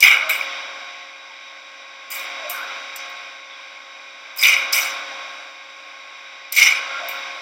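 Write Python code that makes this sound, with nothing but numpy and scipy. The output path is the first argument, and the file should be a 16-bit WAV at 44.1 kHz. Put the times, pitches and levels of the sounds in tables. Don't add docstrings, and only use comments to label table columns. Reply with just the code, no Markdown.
import sys
import numpy as np
from scipy import signal
from scipy.fft import rfft, irfft
from scipy.io import wavfile
from scipy.ndimage import uniform_filter1d

SR = 44100
rng = np.random.default_rng(int(sys.argv[2]) if len(sys.argv) > 2 else 0)


def log_audio(samples):
    frames = np.atleast_2d(samples).T
    limited = np.clip(frames, -1, 1)
    pcm = np.round(limited * 32767).astype(np.int16)
    wavfile.write(sys.argv[1], SR, pcm)


N = 326781


def undb(db):
    return 10 ** (np.asarray(db) / 20)


def body(points, size=2048):
    hz, db = np.transpose(points)
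    f_hz = np.maximum(np.arange(size // 2 + 1) * SR / size, 1)
    octaves_outside = np.log2(np.maximum(np.maximum(hz[0] / f_hz, f_hz / hz[-1]), 1))
    inside_db = np.interp(np.log(f_hz), np.log(hz), db)
    gain_db = np.maximum(inside_db - 150 * octaves_outside, -110)
    cepstrum = irfft(gain_db * np.log(10) / 20)
    cepstrum[1:size // 2] *= 2
    cepstrum[size // 2 + 1:] = 0
    response = irfft(np.exp(rfft(cepstrum)))
    return response / np.sqrt(np.sum(response ** 2))


def ring(x, response):
    return signal.fftconvolve(x, response)[:N]


def walk(rate_hz):
    k = int(SR / rate_hz)
    held = np.repeat(rng.standard_normal(N // k + 1), k)
    slewed = uniform_filter1d(uniform_filter1d(held, k), k)[:N]
    return slewed / slewed.std()


def narrow(hz, width_hz, size):
    k = int(SR / width_hz)
    noise = rng.standard_normal((2, size + 2 * k))
    a, b = uniform_filter1d(uniform_filter1d(noise, k), k)[:, k:size + k]
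    z = (a + 1j * b) * np.exp(2j * np.pi * hz * np.arange(size) / SR)
    return z.real / z.real.std()


def tone(hz, db, waver_db, drift_rad):
    phase = 2 * np.pi * (hz * np.arange(N) / SR + rng.random()) + drift_rad * walk(4)
    return np.sqrt(2) * undb(db + waver_db * walk(12)) * np.sin(phase)


def strike(table, column, shapes):
    out = np.zeros(N + SR)
    for row, shape in zip(table, shapes):
        i = int(row[0] * SR)
        out[i:i + len(shape)] += undb(row[column]) * shape
    return out[:N]


def welder():
    # (frequency [Hz], relative level [dB])
    fizz_colour = [(6650, -23), (11300, -13), (12500, 1.5), (13100, -2.5), (13900, 6.5), (15300, -4),
                   (16000, 0)]
    sizzle_colour = [(3880, -26), (6600, -4.5), (7350, 6), (7830, 1), (8330, 3), (8800, -2), (9870, 0.5),
                     (10400, -4), (10900, -11), (11400, -35), (14800, -39), (22000, -120)]
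    guard_colour = [(2410, -21), (4100, -11), (4180, -14), (5020, -2.5), (5250, -0.5), (5480, -8),
                    (5850, 0), (6200, -4), (6510, -33), (6700, -14), (8710, -46), (14700, -120)]
    housing_colour = [(1030, -44.5), (1750, -26), (1820, -32), (1930, -14.5), (2160, -2.5), (2210, 0),
                      (2480, -4.5), (2670, -19.5), (2890, -6.5), (3160, -20.5), (3550, -19), (3800, -15.5),
                      (4200, -40), (5460, -43.5), (9240, -120)]
    thud_colour = [(470, -18.5), (800, -11.5), (1010, -10.5), (1070, -4), (1260, -3.5), (1390, 0),
                   (1580, -2), (1800, -14.5), (2340, -25), (3960, -120)]
    arc = walk(110)
    fizz = salvo_gain(part=0) * crackle(4.1, 0.89 * arc + 0.64 * walk(300))
    sizzle = salvo_gain(part=1) * crackle(3.5, 0.84 * arc + 1.0 * walk(300))
    guard = salvo_gain(part=2) * crackle(0.64, 0.73 * arc + 1.7 * walk(200))
    hiss = ring(fizz, body(fizz_colour)) + ring(sizzle, body(sizzle_colour)) + ring(guard, body(guard_colour))
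    hiss = patchy(hiss)
    housing = salvo_gain(part=3) * crackle(1.06, 1.3 * arc + 1.3 * walk(45))
    thud = salvo_gain(part=4) * crackle(1.5, 1.6 * arc)
    driven = [(snaps(1, t60_s=0.025), fizz_colour), (snaps(2, t60_s=0.066), sizzle_colour),
              (snaps(3, t60_s=0.032), guard_colour), (housing, housing_colour), (thud, thud_colour)]
    return hiss + sum(ring(x, body(colour)) for x, colour in driven) + pops() + spits()


def salvo_gain(part):
    # (start [s], burn [s], fizz, sizzle, guard, housing, thud level [dB])
    salvo_table = [(.004, .01, -27, -36, -25, -22.5, -33.5), (0.023, 0.053, -29, -30, -29.5, -11.5, -26.5),
                   (0.291, 0.033, -30.5, -36, -35, -22.5, -46),
                   (2.102, 0.064, -33, -37.5, -41.5, -33.5, -46),
                   (2.494, .01, -31, -35.5, -38.5, -29.5, -31.5), (2.958, .002, -51, -49.5, -35, -36, -53),
                   (4.36, .02, -38, -52, -50, -42, -49), (4.386, 0.043, -33, -35.5, -36, -28.5, -42),
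                   (4.425, 0.077, -31, -31, -22, -12.5, -33), (4.724, 0.079, -25, -28.5, -23, -22.5, -36),
                   (6.52, 0.028, -30, -35, -29, -28, -57), (6.561, 0.092, -29, -29.5, -20.5, -12.5, -30),
                   (7.085, .002, -37.5, -47, -47, -31, -40)]
    # (rise [s], fade [dB/s])
    part_table = [(.002, 240), (.003, 186), (.006, 146), (.008, 105.5), (.04, 37)]
    knee_s = 0.031
    t = np.arange(N) / SR
    rise_s, fade_db_s = part_table[part]
    gain = np.zeros(N)
    for start, burn, *db in salvo_table:
        late = t - start - burn
        faded_s = (late + np.hypot(late, knee_s)) / 2
        gain += np.clip((t - start) / rise_s, 0, 1) * undb(db[part] - fade_db_s * faded_s)
    return gain


def crackle(grain_db, sputter_db):
    grain = np.minimum(rng.exponential(size=N), 5)
    x = rng.standard_normal(N) * undb(grain_db * grain + sputter_db)
    return x / np.sqrt(np.mean(x ** 2))


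def patchy(x, depth_db=3.5, size=256):
    z = signal.stft(x, nperseg=size)[2]
    field = rng.standard_normal(z.shape)
    field = uniform_filter1d(uniform_filter1d(field, size=3, axis=0), size=9, axis=1)
    gain = undb(depth_db * field / field.std())
    gain /= np.sqrt(np.mean(gain ** 2))
    return signal.istft(z * gain, nperseg=size)[1][:N]


def snaps(column, t60_s):
    # (time [s], fizz level [dB], sizzle level [dB], guard level [dB])
    snap_table = [(0.0044, -21, -24, -24), (0.0248, -22, -38, -22), (0.2932, -24, -42, -36),
                  (0.2984, -21, -32, -41), (2.1026, -33, -51, -44), (2.116, -30, -36, -40),
                  (2.498, -22, -31, -35), (2.9594, -43, -35.5, -41), (3.0974, -56, -61, -51),
                  (4.3735, -28, -39, -41), (4.387, -26, -43, -35), (4.4134, -25, -25, -27),
                  (4.4347, -15, -34, -18), (4.4682, -19, -33, -25), (4.728, -20, -22, -14),
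                  (4.7571, -20, -35, -36), (6.5236, -15.5, -28, -28), (6.552, -27, -31, -30),
                  (6.5665, -21, -36, -18), (6.595, -20, -38, -25), (6.6274, -24, -29, -13.5),
                  (7.0862, -25, -45, -44)]
    t = np.arange(SR // 8) / SR
    noise = rng.standard_normal((len(snap_table), len(t)))
    return strike(snap_table, column, noise * undb(-60 * t / t60_s))


def pops(rise_s=0.0027, spread=0.109):
    # (time [s], level [dB])
    pop_table = [(0.0268, 2), (0.0354, -9), (0.0464, -4), (0.0564, -4), (0.0677, -2.5), (0.0784, -3),
                 (0.0844, -8), (0.1024, -4), (0.1274, -10), (0.17, -4), (0.197, -14), (0.2094, -9.5),
                 (0.2947, -5), (0.3044, -6.5), (0.3144, -12), (0.3496, -12), (0.3596, -15), (0.4095, -9),
                 (4.4159, -16), (4.4263, -4), (4.4345, -6), (4.4414, -6), (4.4682, -13), (4.476, -7),
                 (4.4894, -6), (4.519, -19), (4.5466, -6), (4.5644, -5), (4.609, -16), (4.7521, -16),
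                 (4.778, -14), (4.798, -15), (4.8204, -17), (6.568, -16), (6.5799, -10), (6.6094, -14),
                 (6.6174, -1), (6.6295, -5), (6.6573, 0), (6.6664, -5), (6.7054, -9), (6.7211, -4.5),
                 (6.7476, -9), (6.788, -16)]
    pop_hz, scatter = 2255, 0.038
    t = np.arange(SR // 40) / SR
    chance = rng.random((len(pop_table), 4))
    hz = pop_hz * (1 + scatter * (2 * chance[:, 3:] - 1))
    near_hz = hz * (1 + spread * (2 * chance[:, 1:2] - 1))
    main = np.sin(2 * np.pi * (hz * t + chance[:, :1]))
    near = np.sin(2 * np.pi * (near_hz * t + chance[:, 2:3]))
    envelope = (t / rise_s * np.exp(1 - t / rise_s)) ** 2
    return strike(pop_table, 1, (0.57 * main + 0.26 * near) * envelope)


def spits(width_hz=420):
    # (time [s], level [dB], pitch [Hz], t60 [s])
    spit_table = [(0.024, -22, 5300, 0.046), (.293, -15, 3900, 0.055), (.31, -34, 8600, .3),
                  (2.115, -27, 4900, 0.13), (2.5, -28, 12800, 0.3), (2.958, -27, 14000, .07),
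                  (3.092, -46, 14800, .08), (7.085, -28, 14400, 0.15), (4.382, -18.5, 5000, 0.45),
                  (4.435, -2, 3700, 0.028), (0.069, -10, 3200, 0.12), (6.59, -17, 3000, .2),
                  (4.728, -7.5, 5160, 0.1), (4.89, -53, 10100, .2), (6.522, -27, 4300, 0.043)]
    t = np.arange(SR // 4) / SR
    attack = np.minimum(t / 0.002, 1)
    shapes = [.5 * narrow(hz, width_hz, len(t)) * attack * undb(-60 * t / t60_s)
              for _, _, hz, t60_s in spit_table]
    return strike(spit_table, 1, shapes)


def hoots(pure=0.56, share=.1, blur_db=-4.0):
    # (start [s], length [s], pitch [Hz], level [dB])
    hoot_table = [(0.184, 0.2, 635, -39), (1.287, 0.074, 903, -46), (2.32, 0.21, 655, -40.5),
                  (2.43, 0.076, 604, -35.5), (2.466, 0.08, 706, -34), (2.53, 0.056, 1530, -30),
                  (2.578, 0.06, 1400, -30), (2.601, .045, 1515, -30), (3.49, 0.05, 3630, -45),
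                  (3.513, 0.069, 3400, -46), (3.559, 0.051, 1036, -42.5), (6.876, 0.17, 1390, -32.5),
                  (6.957, 0.15, 612, -40.5), (6.98, 0.14, 696, -33), (7.117, 0.09, 1390, -35)]
    t = np.arange(N) / SR
    out = np.zeros(N)
    for start, length, hz, db in hoot_table:
        rough = pure * tone(hz, db, 1.3, 1.75) + undb(db + blur_db) * narrow(hz, share * hz, N)
        out += rough * np.sin(np.pi * np.clip((t - start) / length, 0, 1))
    return out


def pump():
    # (multiple of the mesh rate [1], level [dB])
    mesh_table = [(2, -58), (3, -66), (4, -51.5), (5, -72), (7, -64), (8, -54.5), (9, -58), (10, -67),
                  (12, -62.5), (13, -66.5), (14, -58), (15, -83), (16, -68.5), (17, -67), (18, -66.5),
                  (19, -72), (20, -64.5), (21, -67.5), (22, -67), (24, -82), (26, -77.5), (27, -76.5)]
    # (frequency [Hz], level [dB])
    hum_table = [(238, -84), (301.5, -71.5), (474, -81), (599, -69.5), (711, -68.5), (1518, -60),
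                 (1610, -60)]
    # (start [s], end [s], level [dB])
    feed_table = [(0.407, 1.28, -59.5), (2.315, 3.36, -58), (4.797, 5.61, -58.5), (7.122, 7.41, -57.5)]
    mesh_hz, feed_hz, feed_waver_db = 272.15, 712, 1.8
    t = np.arange(N) / SR
    mesh = sum(tone(k * mesh_hz, db, 0.97, 0.071 * k) for k, db in mesh_table)
    feed_gain = sum(undb(db) * np.interp(t, [a - .05, a, b, b + 0.068], [0, 1, 1, 0])
                    for a, b, db in feed_table)
    hum = sum(tone(hz, db, 0.85, 1.57) for hz, db in hum_table)
    return mesh + hum + feed_gain * tone(feed_hz, 0, feed_waver_db, 0.51)


def ventilation():
    # (frequency [Hz], relative level [dB])
    low_colour = [(24, -96), (40, -52), (168, -37.5), (231, -28.5), (266, -18.5), (293, -24), (503, -18),
                  (536, -14), (671, -9), (825, -10), (952, -9.5), (1120, -6), (1270, -9), (1560, -3.5),
                  (1800, -16), (2340, -56), (3960, -120)]
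    mid_colour = [(1750, -18), (1820, -14), (1910, -7), (2100, -2), (2430, 0.5), (2650, -9.5),
                  (3350, -10.5), (3830, -4.5), (4050, -17.5), (4160, -30), (4400, -20.5), (5200, -13),
                  (5500, -18), (5900, -15), (6300, -27.5), (6600, -42)]
    top_colour = [(3820, -36), (6500, -6), (6720, -7), (6820, -4), (7350, -4.5), (7960, -5.5), (9040, -9.5),
                  (10200, -15), (11000, -23), (11500, -35), (12600, -11), (13300, -18.5), (14000, -15),
                  (15900, -22)]
    range_db = [-48.5, -43.5, -72]
    return sum(undb(db + 0.7 * walk(9)) * ring(rng.standard_normal(N), body(colour))
               for colour, db in zip((low_colour, mid_colour, top_colour), range_db))


def swell():
    # (start [s], hold until [s], gain [dB])
    swell_table = [(0, 0.513, 11.5), (2.07, 2.743, 9.7), (2.91, 3.02, 8.5), (4.336, 4.955, 12),
                   (6.523, 7.17, 11)]
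    rise_db_s, fall_db_s, rest_db = 79, 15.5, 2
    t = np.arange(N) / SR
    steps_db = [np.minimum(rise_db_s * (t - a), db - fall_db_s * np.maximum(t - b, 0))
                for a, b, db in swell_table]
    return undb(np.maximum(np.max(steps_db, axis=0), rest_db))


def scene():
    background = swell() * (ventilation() + pump())
    return (welder() + background + hoots())[None]


def record(dry):
    top_hz = 15880
    bass_cut = signal.butter(2, 70, "high", fs=SR, output="sos")
    top_cut = signal.ellip(12, .2, 85, top_hz, fs=SR, output="sos")
    thin = signal.sosfilt(bass_cut, dry)
    return signal.sosfilt(top_cut, np.clip(thin, -1, 1))


dry = scene()
out = record(dry)
log_audio(out)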